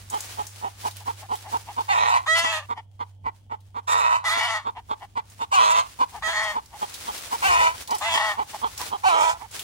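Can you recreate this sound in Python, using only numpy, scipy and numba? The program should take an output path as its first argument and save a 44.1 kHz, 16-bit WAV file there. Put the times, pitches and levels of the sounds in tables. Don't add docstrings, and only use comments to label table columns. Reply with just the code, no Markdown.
import sys
import numpy as np
from scipy import signal
from scipy.fft import rfft, irfft, next_fast_len
from scipy.io import wavfile
from scipy.ndimage import uniform_filter1d, map_coordinates
from numba import njit

SR = 44100
rng = np.random.default_rng(int(sys.argv[2]) if len(sys.argv) > 2 else 0)


def elevation(decibels):
    levels = np.asarray(decibels, float)
    return 10 ** (levels / 20)


def wav_record(signal):
    frames = np.transpose(np.atleast_2d(signal))
    bounded = np.clip(frames, -1, 1)
    quanta = np.round(bounded * 32767).astype(np.int16)
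    wavfile.write(sys.argv[1], SR, quanta)


N = 424683
TIME = np.arange(N) / SR


def curve(rows):
    s, *columns = np.transpose(rows)
    return [np.interp(TIME, s, c) for c in columns]


def unit(x):
    return x / np.sqrt(np.mean(x ** 2))


def colour(x, points, turn=((60, 0), (200, 0))):
    size = next_fast_len(N)
    log_hz = np.log(np.maximum(np.fft.rfftfreq(size, 1 / SR), 1))

    def at(rows):
        hz, value = np.transpose(rows)
        return np.interp(log_hz, np.log(hz), value)

    spectrum = rfft(x, size) * elevation(at(points)) * np.exp(-1j * at(turn))
    return irfft(spectrum, size)[..., :N]


@njit
def svf(x, g, k):
    y, b, l = np.empty(len(x)), 0., 0.
    for i in range(len(x)):
        v = (b + g[i] * (x[i] - l)) / (1 + g[i] * (g[i] + k[i]))
        b, l, y[i] = 2 * v - b, l + 2 * g[i] * v, k[i] * v
    return y


def steep(x, hz, width):
    g, k = np.tan(np.pi * hz / SR), 1.55 * width / hz
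    return svf(svf(x + 1e-18, g, k), g, k)


def walk(rate):
    k = int(SR / rate)
    steps = np.repeat(rng.standard_normal(N // k + 1), k)
    return 1.3 * uniform_filter1d(uniform_filter1d(steps, k), k)[:N]


# (time [s], level [dB])
HUM = [(0, -49.5), (1.5, -47.5), (3.6, -50), (5.2, -55), (7.2, -63.5), (9.63, -59)]
# (time [s], level [dB])
WIND = [(0, -57), (3, -62), (6.5, -53.5), (9.63, -55)]
# (time [s], rise above the wind [dB])
GUSTS = [
    (3.261, 16),
    (3.46, 9),
    (7.5, 7.2),
    (7.59, 11.3),
    (8.1, 5.1),
]
# (frequency [Hz], density [dB per Hz])
YARD = [(130, 1), (300, -15.5), (500, -11), (900, -10), (1450, -61), (2600, -31), (3200, -13.5),
        (3900, -36.5), (7000, -64.5), (16000, -56.5)]


def background():
    hum_hz, wander_hz, gust_s, yard_db = 98.9, 0.7, 0.046, -62.5
    hum_phase = 2 * np.pi * np.cumsum(hum_hz + wander_hz * walk(4)) / SR
    hum = np.sqrt(2) * np.sin(hum_phase) * elevation(curve(HUM)[0] + 1.5 * walk(9))
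    hum = hum * elevation(np.array([[-.9], [.9]]))

    wind_db = curve(WIND)[0]
    for s, rise_db in GUSTS:
        wind_db = wind_db + rise_db * np.exp(-((TIME - s) / gust_s) ** 2)
    rumble = [(12, -53.5), (30, -27.0), (55, -5.0), (85, -3.0), (125, -14.5), (300, -23.5), (2000, -93.5)]
    mid, side = colour(rng.standard_normal((2, N)), rumble)
    wind = unit(mid + 0.12 * side * np.array([[1], [-1]])) * elevation(wind_db + 2.0 * walk(9.7))

    hiss = unit(colour(rng.standard_normal((2, N)), [(60, 2.7)] + YARD))
    return hum + wind + hiss * elevation(yard_db + 0.5 * walk(5.7))


# (time [s], rustle level [dB])
LEAVES = [(0, -68.5), (.2, -53), (.6, -60), (1.2, -60), (2.1, -65.5), (2.75, -76.5), (3.8, -84),
          (4.85, -76.5), (5.0, -71.5), (5.45, -70), (6.1, -57), (6.9, -60), (6.95, -51.5), (7.75, -53.5),
          (8.0, -54), (8.4, -61), (8.52, -48.5), (9.46, -64.5), (9.54, -49)]
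# (frequency [Hz], density [dB per Hz])
LEAF_COLOUR = [(90, -49.5), (170, -4.5), (760, 1.5), (3770, 1), (6000, 0), (11900, -4.5), (16000, -4)]


def rustle():
    struck = rng.random((2, N)) < 5000 / SR
    grains = struck * elevation(2.3 * rng.exponential(size=(2, N))) * rng.standard_normal((2, N))
    bed = unit(grains) + 0.72 * rng.standard_normal((2, N))
    bed = colour(bed + 0.04 * bed[::-1], LEAF_COLOUR)
    return unit(bed) * elevation(curve(LEAVES)[0] + 12.5 + 3.04 * walk(35) + 3.0 * walk(9))


# (time [s], peak level [dB], ring frequency [Hz], crush length [s])
SNAPS = [(0.0991, -27, 7100, 0.0066), (0.1441, -32.5, 7020, 0.0045), (0.205, -21, 6440, 0.004),
         (0.414, -37.5, 6870, 0.0073), (0.467, -27, 6170, 0.006), (0.8111, -32, 3020, 0.006),
         (0.875, -45, 3190, 0.006), (0.909, -29.5, 4000, 0.0082), (0.967, -24.5, 2990, 0.005),
         (1.29, -56, 3220, 0.006), (1.3543, -26, 3090, 0.0066), (1.372, -32, 3800, 0.006),
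         (1.7878, -40, 3500, 0.006), (1.8064, -32, 4390, 0.0073), (3.6034, -49.5, 3620, 0.0084),
         (5.2994, -43, 6900, 0.0065), (6.0881, -52, 4420, 0.0053), (6.107, -42, 4280, 0.006),
         (6.6578, -39, 5170, 0.006), (6.9333, -38, 6350, 0.0055), (6.94, -23, 3990, 0.01),
         (7.103, -40, 4220, 0.006), (7.177, -24, 3095, 0.0068), (7.806, -32, 4960, 0.0053),
         (7.8743, -24, 3970, 0.0066), (7.907, -19, 4860, 0.0046), (7.947, -22, 4900, 0.006),
         (7.9827, -26, 7600, 0.0043), (8.4267, -36, 3200, 0.0054), (8.5066, -47, 6710, 0.0065),
         (8.5116, -33, 2620, 0.006), (8.777, -21, 5340, 0.006), (8.982, -44, 5680, 0.006),
         (9.511, -35.5, 7380, 0.006), (9.593, -17.5, 3160, 0.0067)]


def snaps():
    out = np.zeros((2, N))
    t = np.arange(3000) / SR
    for s, peak_db, hz, crush_s in SNAPS:
        crack = rng.standard_normal((2, len(t)))
        decay = np.exp(-t / max(crush_s, 1e-3)) + 0.18 * np.exp(-t / 0.13)
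        burst = (crack + 0.12 * crack[::-1]) * decay * np.clip(t / 0.0015, 0, 1)
        ring = signal.lfilter(*signal.iirpeak(hz, 3.0, fs=SR), burst)
        bright = signal.lfilter([1, -.75], [1], 0.62 * burst + 3.06 * ring)
        i = int(s * SR)
        out[:, i:i + len(t)] += (bright * elevation(peak_db - 7.0))[:, :N - i]
    return out


# (share of length, pulse rate [Hz], level [dB])
CLUCK = [(-.22, 155, -37), (-.2, 162, -17), (.1, 217.6, -7.5), (.4, 245.2, 4), (0.551, 424, -1),
         (.85, 457, -2), (1.05, 372.8, -7), (1.199, 325.6, -23.5)]


def add_cluck(c, cluck, chest_db, rough):
    share, rate_hz, shape_db = np.transpose(CLUCK)
    s, length, peak_db, throat_hz = cluck
    on = slice(int((s + share[0] * length) * SR), int((s + share[-1] * length) * SR))
    u = (TIME[on] - s) / length
    c["db"][on] = peak_db + np.interp(u, share, shape_db)
    chance = 1 + .04 * rng.standard_normal()
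    c["hz"][on] = np.interp(u, share, rate_hz) * throat_hz / 900 * chance
    c["half"][on], c["third"][on], c["rough"][on] = .15, 0, rough
    c["throat"][on], c["chest_db"][on] = throat_hz / 960, chest_db


# (time from start [s], level [dB])
ONSET = [(-.004, -22), (0, -29), (.008, -3.5), (.05, 0.5)]
# (time from end [s], level [dB])
OFFSET = [(0, -0.5), (.015, -7.5), (.035, -15.5), (.045, -19), (.08, -26)]


def add_squawk(c, squawk, tuning, vowel, syrinx, effort, throat):
    start, end, level_db, clear_s, hoarse = squawk
    pitch, tune, first_db, stretch = tuning
    on = slice(int((start + ONSET[0][0]) * SR), int((end + OFFSET[-1][0]) * SR))
    t = TIME[on] - start
    broken = 1 + (t - clear_s) / (end - start - clear_s)
    phase = np.where(t < clear_s, t / clear_s, broken)

    def at(rows):
        points, *columns = np.transpose(rows)
        return [np.interp(phase, points, column) for column in columns]

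    hz, half, third, rough, strain = at(syrinx)
    c["hz"][on], c["half"][on] = hz * pitch, half
    c["rough"][on] = rough + hoarse * strain
    c["third"][on] = np.minimum(third + 2.5 * hoarse * np.minimum(strain, 1), .75)
    ends_db = np.interp(t, *np.transpose(ONSET)) + np.interp(TIME[on] - end, *np.transpose(OFFSET))
    push_db, open_db, neck = at(effort)
    c["db"][on] = level_db + push_db + ends_db + first_db * np.clip(4 - 4 * phase, 0, 1)
    c["beak_db"][on] = open_db + 0.048 * ends_db
    c["neck"][on], c["throat"][on] = neck * stretch, throat * tune
    c["shut"][on], c["husk"][on] = 0, hoarse
    c["vowel_db"][:, on] = np.c_[list(vowel)]


VOWEL_HZ = [650, 1300, 1900, 2400, 2900, 3500, 4200, 6000]


def gestures(clucks, squawks, tuning, vowels, syrinx, effort, beak, chest_db, rough, throat):
    c = {name: np.zeros(N) for name in ("half", "third", "rough", "chest_db", "husk")}
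    c["hz"], c["db"], c["throat"] = np.full(N, 300.), np.full(N, -120.), np.full(N, throat)
    c["beak_db"], c["second_db"] = curve(beak)
    c["neck"], c["shut"] = np.ones(N), np.ones(N)
    c["vowel_db"] = np.zeros((len(VOWEL_HZ), N))
    for cluck in clucks:
        add_cluck(c, cluck, chest_db, rough)
    for squawk, tuned, vowel in zip(squawks, tuning, vowels):
        add_squawk(c, squawk, tuned, vowel, syrinx, effort, throat)
    c["neck"] = c["neck"] * np.where(c["shut"], np.minimum(c["throat"], 1), 1)
    return c


def syrinx_source(hz, half, third, rough, db):
    phase = np.cumsum(hz * (1 + .1 * rough * walk(70))) / SR
    cycle = np.round(phase).astype(int)
    late, strong = 2 * np.tanh(rng.standard_normal((8000, 2)) / 1.8)[cycle].T
    alternate = half * np.cos(np.pi * cycle)
    slip = third * np.cos(2 * np.pi * cycle / 3 + 4 * rough * walk(30))
    off = phase - cycle - np.clip(.11 * rough * late, -.4, .4) - .06 * alternate
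    pulses = np.sinc(off / hz * .72 * SR) * np.cos(np.pi * (phase - cycle))
    pulses = pulses * (1 + alternate + slip) * elevation(5 * rough * strong)
    air = .8 * rough * rng.standard_normal(N) * (1 + np.cos(2 * np.pi * off))
    return (pulses * np.sqrt(SR / hz) + air) * elevation(db)


# (frequency [Hz], level [dB])
RASP = [(300, -25), (900, 18), (3500, 9), (7000, 8.5), (15000, -7)]
SECOND_MODE_HZ = (1600, 2200)


def voice(c, pipe, shut_db, hoarse_db, rasp_db):
    hz, rough, db, beak_db, shut, husk = [c[k] for k in ("hz", "rough", "db", "beak_db", "shut", "husk")]
    source = syrinx_source(hz, c["half"], c["third"], rough, db)
    (f, w, throat_db), (low_hz, low_w, low_db), *modes = pipe
    throat_hz = f * c["throat"]
    out = steep(steep(source, throat_hz, 1.5 * w), throat_hz, 1.5 * w)
    out = out * elevation(throat_db + hoarse_db[0] * husk)
    out += steep(source * elevation(low_db + c["chest_db"]), np.full(N, 1. 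* low_hz), low_w)
    for (f, w, mode_db), extra_db, husk_db in zip(modes, shut_db, hoarse_db[1:]):
        vowel_weights = np.array([np.interp(f, VOWEL_HZ, row) for row in np.eye(len(VOWEL_HZ))])
        opening_db = beak_db * min(f / 2500, 1)
        opening_db = opening_db + shut * extra_db + husk * husk_db + vowel_weights @ c["vowel_db"]
        if SECOND_MODE_HZ[0] < f < SECOND_MODE_HZ[1]:
            opening_db = opening_db + shut * c["second_db"]
        drift = c["neck"] * (1 + .009 * walk(12))
        out += elevation(mode_db + 1.5 * walk(25)) * steep(source * elevation(opening_db), f * drift, w)
    out -= 0.7 * (1 - shut) * steep(out, np.minimum(hz, 400.), 160.0)
    air_db = db + beak_db + rasp_db - 4.3 * shut + 5.0 * walk(37)
    rasp = rng.standard_normal(N) * np.clip(0.66 + 3 * rough, 0, 1) * elevation(air_db)
    return out + colour(rasp, RASP)


def yard_tail(x):
    t60_s, wet_db = 0.23, -26.5
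    t = np.arange(SR // 2) / SR
    tail = rng.standard_normal((2, len(t))) * elevation(-60 * t / t60_s) * np.clip(t / 0.0019, 0, 1)
    tail = signal.lfilter([1], [1, -.65], tail)
    tail = tail / np.sqrt(np.sum(tail ** 2) / 2)
    return signal.fftconvolve(x[None], elevation(wet_db) * tail)[:, :N]


def leaf_scatter(x, scatter_hz, scatter_db):
    decay_s = .005
    t = np.arange(1500) / SR
    sway = 2 * np.pi * .9 * TIME + 1.5 * walk(8)
    high = signal.butter(2, scatter_hz, "high", fs=SR)
    out = np.zeros((2, N))
    for weight in (np.cos(sway), np.sin(sway)):
        paths = signal.lfilter(*high, rng.standard_normal((2, len(t))) * np.exp(-t / decay_s))
        paths = paths / np.sqrt(np.sum(paths ** 2) / 2)
        out += signal.oaconvolve((x * weight)[None], elevation(scatter_db) * paths)[:, :N]
    return out


def place(x, lag_ms, pan_db, balance, shift, scatter_hz, scatter_db):
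    tilt = np.array(balance) * [1, .5]
    arrival = np.arange(N) - lag_ms * SR / 1000
    left = map_coordinates(colour(x, tilt, shift), [arrival], order=3)
    right = colour(x, tilt * [1, -1])
    direct = np.array([left * elevation(pan_db / 2), right * elevation(-pan_db / 2)])
    return direct + yard_tail(x) + leaf_scatter(x, scatter_hz, scatter_db)


# (time [s], left lags near hen [ms], near left minus right [dB],
# left lags far hen [ms], far left minus right [dB])
TURN = [
    (0, 0.21, -4.5, -0.27, 4),
    (1.6, 0.21, -4, -.2, 4),
    (4, .22, -5, -.2, 2.5),
    (6, .22, -3.5, -.2, 6.5),
    (7.5, 0.19, -1.5, -0.14, 1),
    (8.2, 0.19, -5, -0.23, 5),
    (9.6, .12, -5.5, 0.058, -10),
]


def phone_turn():
    return curve(TURN)


# (time [s], length [s], peak level [dB], throat frequency [Hz])
NEAR_CLUCKS = [(.118, 0.057, -26, 858), (.378, 0.042, -26, 843.3), (.623, 0.058, -26.5, 838.7),
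               (.84, 0.043, -26, 851.5), (1.064, 0.045, -26, 903.3), (1.298, 0.049, -24.5, 861.7),
               (1.525, 0.044, -22.5, 899.5), (1.769, 0.046, -23.5, 932.4), (2.428, 0.049, -26, 949.8),
               (2.694, 0.038, -24.5, 951.2), (2.996, 0.037, -28.5, 931), (3.25, 0.042, -27.5, 919.2),
               (3.503, 0.045, -30, 906.3), (3.75, 0.045, -28.5, 950), (4.358, 0.04, -25.5, 915.7),
               (4.654, 0.043, -24.5, 966.4), (4.896, 0.041, -24, 950), (5.158, 0.04, -26, 933.8),
               (5.4, 0.042, -25.5, 952), (5.996, 0.043, -19, 951.9), (6.26, 0.042, -30, 845.5),
               (6.548, 0.043, -25, 926.4), (6.813, 0.033, -23.5, 875.8), (7.073, 0.035, -27, 906.6),
               (7.311, 0.047, -26, 900.4), (7.893, 0.067, -24.5, 873), (8.135, 0.05, -27.5, 914),
               (8.374, 0.051, -24, 891.4), (8.623, 0.047, -22.5, 919.6), (8.914, 0.047, -25.5, 876.6)]
# (start [s], end [s], level [dB], clear opening [s], hoarseness [0-1])
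NEAR_SQUAWKS = [
    (1.877, 2.17, -25, 0.068, 0.15),
    (3.867, 4.157, -23, 0.011, 0.1),
    (5.51, 5.795, -18.5, 0.068, 0.06),
    (7.415, 7.678, -18.5, .09, 0.02),
    (9.029, 9.297, -18.5, 0.085, 0.02),
]
# (pulse rate factor, throat factor, push in the opening [dB], windpipe factor)
NEAR_TUNING = [(1.0, 1.04, 1.5, 1.007), (0.97, 1.12, -7, 1.01), (1.0, 1.11, -0.5, 1.056),
               (0.97, 1.06, -1, 1.006), (0.95, 0.987, 1.2, 0.995)]
NEAR_VOWELS = [(3.5, 1.5, 3.2, 1.5, 0, 4, 4, 0.26), (2, -7, 2.5, 2.5, 0.5, -6, 2.5, -0.5),
               (3.5, -2, 2, .6, 5.7, 4.5, -0.5, 1), (3.5, 8.5, 8.5, 6, 5, 1, -3, 0.25),
               (4, 7, -0.5, .6, 0.5, .6, -7.5, -1.6)]
# (phase [0-1 clear, 1-2 broken], pulse rate [Hz], every 2nd pulse weak [0-1],
# every 3rd pulse strong [0-1], roughness [0-1], share of hoarseness [factor])
NEAR_SYRINX = [(0, 218, 0, 0, .12, 1), (.24, 330, .1, 0, .08, 1), (.28, 790, .55, 0, .03, .4),
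               (.62, 815, .45, 0, .03, .4), (.66, 385, .1, 0, .05, .5), (.95, 368, .2, 0, .08, .7),
               (1.08, 342, .15, .3, .26, 1.8), (1.5, 335, .12, .35, .28, 1.8), (2, 345, .15, .3, .26, 1.8)]
# (phase [0-2], level [dB], beak opening [dB], windpipe tuning [factor])
NEAR_EFFORT = [(0, -3.5, -12.5, .98), (.45, 4, -8.5, 1.0), (.7, 0, -6.5, 0.96), (1.05, 1.2, -8.5, 0.88),
               (1.5, -0.7, -8.5, 0.93), (2, -0.24, -9.5, 0.95)]
# (time [s], cluck opening [dB], second windpipe mode [dB])
NEAR_BEAK = [(0, -17, 3), (1.199, -21.5, 2), (1.798, -19, .6), (2.7, -22, 7), (3.3, -26, 13),
             (3.8, -22, 5.5), (4.7, -20, 1), (5.0, -20, 3), (5.2, -16.5, 5.5), (5.5, -11.5, -4),
             (6.0, -16.5, -0.5), (6.5, -19, -1), (7.2, -17, -2), (8, -17, 10), (8.5, -20, .6),
             (9.6, -19, .6)]
# (frequency [Hz], width [Hz], level [dB])
NEAR_PIPE = [(990, 240, 0), (340, 380, -34), (610, 240, -14), (1290, 200, -6), (1750, 250, -17),
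             (2050, 200, -13), (2350, 150, -15), (2700, 170, -11), (2950, 160, -16), (3480, 250, -17),
             (4150, 300, -14), (5200, 600, -25), (6400, 600, -25), (8200, 1200, -30)]
NEAR_SHUT_DB = [-1, -0.5, -2, 3.5, 0, -2.5, -15, 10, -0.5, -20, -2.5, -17.5]
NEAR_HOARSE_DB = [27, -17, -18, 1, 56.5, -19, 34, -13, 4, -1, 6.5, 17.5, -60]
# (frequency [Hz], left minus right [dB])
NEAR_BALANCE = [(300, 1), (900, 0), (1500, 3), (2000, 1), (3000, 2), (4200, 7), (5000, 6), (8000, 1)]
# (frequency [Hz], turn [rad])
NEAR_SHIFT = [(60, .3), (300, 1.1), (450, 1.0), (600, 1.75), (1000, 1.3), (2000, 1.2), (2600, 1.9),
              (4000, 1.4)]


def near_hen():
    lag_ms, pan_db, _, _ = phone_turn()
    controls = gestures(NEAR_CLUCKS, NEAR_SQUAWKS, NEAR_TUNING, NEAR_VOWELS, NEAR_SYRINX, NEAR_EFFORT,
                        NEAR_BEAK, chest_db=13.5, rough=0.18, throat=0.93)
    call = voice(controls, NEAR_PIPE, NEAR_SHUT_DB, NEAR_HOARSE_DB, rasp_db=-33.0)
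    return elevation(17.5) * place(call, lag_ms, pan_db, NEAR_BALANCE, NEAR_SHIFT,
                             scatter_hz=2390.0, scatter_db=1.5)


# (time [s], length [s], peak level [dB], throat frequency [Hz])
FAR_CLUCKS = [(.995, 0.038, -53.5, 881), (1.212, 0.047, -48.5, 831), (1.443, 0.056, -46, 835.6),
              (1.671, 0.047, -43, 883.7), (2.764, 0.038, -42, 906), (4.756, 0.042, -42.5, 909),
              (5.008, 0.044, -44, 872), (6.132, 0.054, -42.5, 898), (6.722, 0.04853, -47.5, 864.2),
              (8.532, 0.032, -38, 857.3), (8.793, 0.042, -38, 973.5), (9.394, 0.064, -46, 900)]
# (start [s], end [s], level [dB], clear opening [s], hoarseness [0-1])
FAR_SQUAWKS = [
    (2.256, 2.577, -32.5, 0.18, 0.0055),
    (4.234, 4.571, -33.5, 0.16, .17),
    (6.216, 6.512, -35, .11, 0.106),
    (8.003, 8.314, -31.5, 0.14, 0.21),
]
# (pulse rate factor, throat factor, push in the opening [dB], windpipe factor)
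FAR_TUNING = [(1.0, 1.025, 3, 1.008), (1.02, 1.02, -0.5, 1.024), (0.98, 1.007, 1, 0.968),
              (.98, 0.962, -2.5, 1.013)]
FAR_VOWELS = [(-1.1, -9, -1.5, 1.5, 1.4, 2.62, -1.5, .6), (-0.98, -1.1, -2, 6, 0.98, 2.04, 1, 0.68),
              (0.87, 7, .6, 4, 0.77, 0.51, 0.98, 0.84), (.6, .6, -2, -0.5, 0.37, 0.48, 0.62, 0.55)]
# (phase [0-1 clear, 1-2 broken], pulse rate [Hz], every 2nd pulse weak [0-1],
# every 3rd pulse strong [0-1], roughness [0-1], share of hoarseness [factor])
FAR_SYRINX = [(0, 500, .2, .2, .5, 1), (.07, 520, .2, .2, .5, 1), (.13, 635, 0, 0, .02, 1.3),
              (.5, 655, 0, 0, .02, 1.2), (.6, 668, .5, 0, .03, 1.1), (1, 678, .5, 0, .04, 1.2),
              (1.06, 670, .25, .55, .24, 2), (1.4, 660, .15, .55, .17, 1.8), (1.7, 650, .15, .45, .18, .9),
              (2, 630, .15, .35, .18, .5), (2.2, 580, .25, .4, .6, .5)]
# (phase [0-2], level [dB], beak opening [dB], windpipe tuning [factor])
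FAR_EFFORT = [(0, -0.2, -12.5, 1), (.15, 2, -4, 0.99), (1, -5, 4.5, 0.93), (1.25, -2, -0.5, 0.96),
              (2, -2.5, -3, 0.928)]
# (time [s], cluck opening [dB], second windpipe mode [dB])
FAR_BEAK = [(0, -14.5, .6), (2.8, -11.5, .6), (5, -12, .6), (9.6, -20.5, 0.55)]
# (frequency [Hz], width [Hz], level [dB])
FAR_PIPE = [(928, 296, 1), (410, 430, -39.5), (641, 101, -5.5), (1267, 450, -14), (1925, 400, -5.5),
            (1982, 150, 0), (2297, 110, -5.5), (2950, 370, -6), (3426, 480, -12), (4750, 250, -12),
            (6900, 1600, -19), (9298, 470, -34.5)]
FAR_SHUT_DB = [-8.5, 7.5, 2.5, -9, -4, 1, -26, -14, -19, -15]
FAR_HOARSE_DB = [14.5, -42.5, -24.5, -1, -9, 11, -5.5, 19.5, -15.5, -2.5, 7]
# (frequency [Hz], left minus right [dB])
FAR_BALANCE = [(300, -2), (550, 4), (1000, -2), (1900, -8), (3500, -3), (5500, 0), (7500, -6)]
# (frequency [Hz], turn [rad])
FAR_SHIFT = [(60, .3), (300, 1.1), (500, 1.2)]


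def far_hen():
    _, _, lag_ms, pan_db = phone_turn()
    controls = gestures(FAR_CLUCKS, FAR_SQUAWKS, FAR_TUNING, FAR_VOWELS, FAR_SYRINX, FAR_EFFORT,
                        FAR_BEAK, chest_db=21.4, rough=0.1511, throat=1.021)
    call = voice(controls, FAR_PIPE, FAR_SHUT_DB, FAR_HOARSE_DB, rasp_db=-32.5)
    return elevation(19.0) * place(call, lag_ms, pan_db, FAR_BALANCE, FAR_SHIFT,
                             scatter_hz=1200., scatter_db=0.0)


def scene():
    return background() + rustle() + snaps() + near_hen() + far_hen()


def top_cut(x):
    return signal.sosfilt(signal.butter(12, 16950, fs=SR, output="sos"), x)


# (frequency [Hz], level [dB])
MID_TOP = [(12300, 0), (12700, -55), (14000, -55), (14600, 0), (15800, 0), (16000, -70)]
# (frequency [Hz], level [dB])
SIDE_TOP = [(8500, 5), (10000, -3), (12000, -4), (12600, 0), (14300, 0), (14900, -30), (16000, -70)]


def record(dry):
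    left, right = dry
    mid = colour((left + right) / 2, MID_TOP)
    side = colour((left - right) / 2, [(7000, 0.011)] + SIDE_TOP)
    stereo = np.array([mid + side, mid - side])
    limited = 0.72 * np.tanh(stereo / 0.78)
    return top_cut(limited)


dry = scene()
out = record(dry)
wav_record(out)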